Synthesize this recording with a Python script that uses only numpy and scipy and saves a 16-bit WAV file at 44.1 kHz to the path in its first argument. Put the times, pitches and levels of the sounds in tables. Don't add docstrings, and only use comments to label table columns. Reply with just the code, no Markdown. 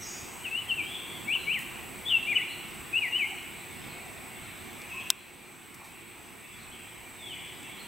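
import sys
import numpy as np
from scipy import signal
from scipy.fft import rfft, irfft, next_fast_len
from scipy.io import wavfile
from scipy.ndimage import uniform_filter1d, map_coordinates

SR = 44100
rng = np.random.default_rng(int(sys.argv[2]) if len(sys.argv) > 2 else 0)


def master(y):
    cut = np.clip(np.atleast_2d(y).T, -1, 1)
    pcm = np.round(cut * 32767)
    wavfile.write(sys.argv[1], SR, pcm.astype(np.int16))


N = 347067

# time_s, insects_db, hiss_db, air_db
STEADY_LEVELS = [(0, -51, -52, -47.5), (1.2, -52, -51, -46), (3.3, -52, -51.5, -47.5),
                 (3.8, -53.5, -53, -47), (7.87, -52.5, -53.5, -49)]


def amp(db):
    return 10 ** (np.asarray(db) / 20)


def unit(x):
    return x / np.sqrt(np.mean(x ** 2) + 1e-20)


def along(points, hz):
    pitches, values = np.transpose(points)
    return np.interp(np.log(hz + 1), np.log(pitches + 1), values)


def pan(left_db):
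    return amp([[left_db / 2], [-left_db / 2]])


def wobble(rate):
    return map_coordinates(rng.standard_normal(int(N * rate / SR) + 4), [np.arange(N) * rate / SR])


def filtered(x, response):
    size = next_fast_len(N + SR // 2)
    return irfft(rfft(x, size) * response(np.fft.rfftfreq(size, 1 / SR)), size)[..., :N]


def add(track, start_s, sound):
    start = round(start_s * SR)
    part = track[start:start + len(sound)]
    part += sound[:len(part)]


def steady_db(name):
    time_s, *columns = np.transpose(STEADY_LEVELS)
    return np.interp(np.arange(N) / SR, time_s, columns[["insects", "hiss", "air"].index(name)])


def rush(spectrum, alike=((8000, 1.0),)):
    def response(hz):
        spread = np.arccos(np.clip(along(alike, hz), -1, 1)) / 2
        return amp(along(spectrum, hz)) * [np.cos(spread), np.sin(spread)]
    mid, side = filtered(rng.standard_normal((2, N)), response)
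    return unit(np.array([mid + side, mid - side]))


def patchy(x, depth_db):
    spectra = signal.stft(x, nperseg=1024)[2]
    patches = uniform_filter1d(rng.standard_normal(spectra.shape[1:]), size=6, axis=0)
    patches = uniform_filter1d(patches, size=12, axis=1)
    return unit(signal.istft(spectra * amp(depth_db * unit(patches)), nperseg=1024)[1][:, :N])


def insects():
    # pitch_hz, level_db
    buzz = [(6000, -37), (7150, -35), (7500, -8.5), (7850, -1), (8050, 1), (8350, -2.5), (8600, -13.5),
            (8900, -38), (10000, -70)]
    shimmer_db = 0.55 * wobble(5.7) + 0.47 * wobble(70)
    return amp(steady_db("insects") + shimmer_db) * pan(-0.043) * rush(buzz)


def air_and_chorus():
    # pitch_hz, level_db
    hush = [(12, -43), (20, -14), (43, -9.5), (103, -3.5), (233, -3), (313, -6), (357, 0.5), (399, -6.5),
            (589, -14.5), (750, -8), (823, -9), (1030, -9), (1700, -12.5), (2210, -41), (3740, -120)]
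    chorus = [(1200, -34), (1750, -7.5), (2200, -0.5), (2650, -1.5), (3100, -7), (3800, -10), (4700, -16.5),
              (5600, -20.5), (6300, -15), (6900, -49), (9000, -60)]
    # pitch_hz, likeness (1 = the same)
    alike = [(60, 0.64), (170, 0.41), (380, 0.33), (650, 0.96), (1200, 0.49), (2400, 0.72), (6000, 0.9)]
    lean = [(300, -4.5), (700, -.5)]  # pitch_hz, left_minus_right_db
    air = amp(steady_db("air") + 0.21 * wobble(2.3)) * patchy(rush(hush, alike), depth_db=1.48)
    air = filtered(air, lambda hz: amp([along(lean, hz) / 2, -along(lean, hz) / 2]))
    birds = amp(-49 + 0.2 * wobble(4.03)) * patchy(rush(chorus, alike), depth_db=1.94)
    return air + birds


def camera():
    # pitch_hz, level_db
    hiss_colour = [(1000, -12), (5000, -13), (7000, -2), (8900, -2), (9400, 1), (12000, 2), (15700, 1)]
    # pitch_hz, level_db, flutter_hz
    motor_tones = [(356.6, -64.5, 22), (1840, -66.5, 10), (1897, -67.5, 10), (1983, -64.5, 8),
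                   (2150, -66, 4.5), (2212, -59.5, 6), (2375, -58.5, 8.2)]
    hiss = amp(steady_db("hiss")) * rush(hiss_colour)
    whine, t = 0, np.arange(N) / SR
    for hz, db, flutter_hz in motor_tones:
        drift = wobble(2 * flutter_hz) + 1j * wobble(2 * flutter_hz)
        whine += amp(db) * unit(np.real(drift * np.exp(2j * np.pi * hz * t)))
    return pan(-0.23) * hiss + pan(-0.47) * whine


def whistle(notes, warble, warble_hz, beak_db=0):
    attack_s, release_s, swell_db_per_s = 0.021, 0.02, 80
    beak_hz = 2520
    out, now = np.zeros(N), np.arange(N) / SR
    for start_s, before, after, start_hz, turn_hz, end_hz, roundness, accent_s, db in notes:
        span = (now > start_s) & (now < start_s + before + after)
        t = now[span] - start_s
        away = np.abs(np.where(t < before, 1 - t / before, (t - before) / after))
        swing = (1 - np.cos(np.pi * away ** roundness)) / 2
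        pitch = turn_hz + swing * (np.where(t < before, start_hz, end_hz) - turn_hz)
        bend = 1 + warble[span] * np.sin(2 * np.pi * warble_hz * now[span])
        fade = np.clip(np.minimum(t / attack_s, (before + after - t) / release_s), 0, 1)
        level_db = db - swell_db_per_s * np.abs(t - accent_s) - beak_db * np.log2(pitch / beak_hz) ** 2
        out[span] += np.sqrt(2) * fade * amp(level_db) * np.sin(2 * np.pi * np.cumsum(pitch * bend) / SR)
    return out


def quavering(notes, warble_hz, changes_per_s, unsteady):
    depth = 1 + unsteady * wobble(changes_per_s)
    return sum(whistle([note], quaver * depth, warble_hz) for *note, quaver in notes)


def woods(x, fade_s, alike):
    t = np.arange(int(1.5 * SR)) / SR
    spread = np.arccos(np.clip(alike, 0, 1)) / 2
    mid, side = rng.standard_normal((2, len(t))) * amp(-60 * t / fade_s) * (1 - np.exp(-t / 0.00067))
    tail = np.cos(spread) * mid + np.sin(spread) * np.array([side, -side])
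    return signal.fftconvolve(x[None], tail / np.linalg.norm(tail[0]), axes=1)[:, :N]


def high_call():
    # start_s, before_turn_s, after_turn_s,
    # start_hz, turn_hz, end_hz, roundness, accent_after_s, level_db, quaver
    notes = [ (-.12, .16, .19, 5600, 5750, 5950, 1, .125, -42, .14),
             (-.04, .14, 0.097, 6520, 6720, 6700, .8, .115, -44, .022),
             (.128, 0.0136, 0.02, 5500, 4790, 5050, 0.59, .016, -45, .008)]
    call = quavering(notes, warble_hz=75.3, changes_per_s=90, unsteady=.3)
    return pan(.2) * amp(1.5) * woods(call, fade_s=0.85, alike=1.0)


def songbird():
    # start_s, before_turn_s, after_turn_s, start_hz, turn_hz, end_hz,
    # roundness (.5 = pointed turn, 1 = round), accent_after_s, level_db
    notes = [ (.435, 0.042, 0.026, 3140, 2540, 2600, 1.05, 0.02, -32),
             (.503, 0.09, .021, 2616, 3010, 2940, 0.7, 0.062, -29),
             (.68, 0.037, 0.023, 3196, 2724, 2720, 0.58, .036, -24.5),
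             (.768, .054, .012, 2720, 2310, 2330, 1.1, .028, -28),
             (1.268, .076, .036, 2220, 3060, 2600, .6, .076, -24),
             (1.462, .074, .068, 2230, 3110, 1790, .55, .045, -25.3),
             (2.048, 0.04, 0.1, 3350, 3570, 2636, .46, 0.1, -20),
             (2.261, .043, .045, 2256, 2450, 1860, 1.32, 0.063, -24.5),
             (2.348, .012, 0.029, 2750, 2980, 2090, 1.3, .016, -17.5),
             (2.379, 0.026, .044, 2070, 1934, 2370, 0.6, .01, -30.5),
             (2.924, .06, .026, 2480, 2910, 2820, .75, .04, -22.5),
             (3.004, .076, .02, 2620, 1940, 2030, 1.05, .03, -26.3),
             (3.118, 0.06, .018, 2760, 3060, 2960, .7, .034, -23.5),
             (3.178, .072, .016, 2720, 2140, 2200, 1, .046, -25)]
    burr_at_s, burr_width_s = 2.106, .024
    burr = .06 * np.exp(-((np.arange(N) / SR - burr_at_s) / burr_width_s) ** 2)
    song = whistle(notes, warble=0.0032 + burr, warble_hz=136.2, beak_db=24)
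    near_echo = amp(-10.5) * woods(song, fade_s=0.19, alike=0.99)
    deep_echo = amp(-9) * woods(song, fade_s=1.39, alike=0.9)
    return pan(4.8) * (amp(-2.5) * song + near_echo) + deep_echo


def answering_birds():
    # start_s, before_turn_s, after_turn_s, start_hz, turn_hz, end_hz,
    # roundness, accent_after_s, level_db, quaver
    notes = [ (.8, .13, .15, 2920, 3380, 3300, 1.2, .115, -35.5, .042),
             (4.888, .04, .02, 2880, 2560, 2650, 1, .035, -37, .015),
             (4.94, .02, .045, 2550, 2680, 2380, 1, .025, -34.5, .025),
             (4.99, 0.023, .035, 3150, 3300, 3180, 1, 0.022, -42, 0.046),
             (6.704, .03, .045, 2950, 3440, 2550, 0.53, .02, -41, .005),
             (7.18, .075, .08, 3720, 3400, 2930, 1.2, .118, -34.8, .02),
             (7.305, 0.035, 0.068, 2950, 2450, 2150, 0.64, 0.018, -40.5, .08)]
    song = quavering(notes, warble_hz=55.04, changes_per_s=60, unsteady=.35) * amp(2.6 * wobble(60))
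    return pan(1.8) * (amp(-7) * song + amp(-3.5) * woods(song, fade_s=1.5, alike=0.93))


def twittering_bird():
    # start_s, level_db
    calls = [(1.23, -45.5), (2.33, -47), (3.73, -50), (4.27, -51), (5.02, -50), (6.43, -49.5), (7.62, -46)]
    steps = [2760, 3480, 4220]
    step_s, step_fade_db, scoop = .07, 1.4, .07
    half = step_s / 2
    notes = [(start_s + k * step_s, half, half, hz * (1 - scoop), hz, hz * (1 - scoop / 2),
              .5, half, db - step_fade_db * k)
             for start_s, db in calls for k, hz in enumerate(steps)]
    song = whistle(notes, warble=0.04 * wobble(25), warble_hz=26.88) * amp(2.1 * wobble(40))
    return pan(.2) * (amp(-7) * song + amp(-2) * woods(song, fade_s=0.91, alike=0.83))


def ticks():
    # start_s, level_db, pitch_hz, width_octaves, fade_s
    bursts = [(1.354, -27, 1073, 0.072, 0.033), (1.59, -34, 12000, 1.2, 0.016),
              (1.6, -46, 10900, 0.77, 0.33), (3.31, -48.5, 770, 0.11, .4), (4.817, -46, 6000, .8, .04),
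              (4.931, -49, 1040, 0.078, 0.93), (5.743, -40, 8030, 1, .05), (5.79, -46.5, 880, 0.37, 0.8),
              (5.841, -48.5, 7000, 1.7, 0.44), (7.63, -47, 7000, .7, .03)]
    out, t = np.zeros(N), np.arange(SR // 2) / SR
    hz = np.fft.rfftfreq(len(t), 1 / SR)
    for start_s, db, pitch_hz, width, fade_s in bursts:
        colour = np.exp(-.5 * (np.log2((hz + 1) / pitch_hz) / width) ** 2)
        noise = unit(irfft(rfft(rng.standard_normal(len(t))) * colour, len(t)))
        rise = 1 - np.exp(-(t * pitch_hz / 2) ** 2)
        add(out, start_s, amp(db - 60 * t / fade_s) * rise * noise)
    return out


def click():
    # pitch_hz, level_db, fade_s
    tones = [(1024, -27, 0.037), (1620, -29, 0.028), (2050, -27, 0.027), (2840, -9, 0.0051),
             (3700, -2.5, 0.004), (4800, -20, 0.0026), (5200, -20, 0.022), (5830, -11.5, 0.0067),
             (6510, -16.5, 0.009), (7720, -6.5, 0.0042), (8860, -11, 0.0054), (10120, -13.5, .005),
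             (11210, -13, 0.0063), (12100, -20.5, 0.0034), (13660, -29, 0.0037)]
    out, t = np.zeros(N), np.arange(SR // 10) / SR
    ring = sum((-1) ** k * amp(db - 60 * t / fade_s) * np.sin(2 * np.pi * hz * t)
               for k, (hz, db, fade_s) in enumerate(tones))
    crack = amp(-15 - 60 * t / 0.021) * rng.standard_normal(len(t))
    add(out, start_s=5.1028, sound=amp(-1) * (ring + crack))
    bass_cut = signal.butter(2, 900, "high", fs=SR, output="sos")
    return pan(0.98) * signal.sosfilt(bass_cut, out)


def gain_control(x, threshold_db, most_db, hold_s, recovery_db_per_s):
    recovered_db = recovery_db_per_s * np.arange(N) / SR
    peak_db = 20 * np.log10(np.abs(x).max(axis=0) + 1e-9)
    over_db = np.clip(peak_db - threshold_db, 0, most_db)
    held_db = over_db * (1 + hold_s * recovery_db_per_s / most_db)
    cut_db = np.minimum(np.maximum.accumulate(held_db + recovered_db) - recovered_db, most_db)
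    smoothing = np.exp(-1 / (0.0044 * SR))
    return x * amp(-signal.lfilter([1 - smoothing], [1, -smoothing], cut_db))


def scene():
    steady = insects() + air_and_chorus() + camera()
    birds = high_call() + songbird() + answering_birds() + twittering_bird()
    return steady + birds + ticks() + click()


def record(dry):
    ducked = gain_control(dry, threshold_db=-5.5, most_db=6.0, hold_s=0.52, recovery_db_per_s=2.0)
    return filtered(np.clip(ducked, -1, 1), lambda hz: hz < 15800)


dry = scene()
out = record(dry)
master(out)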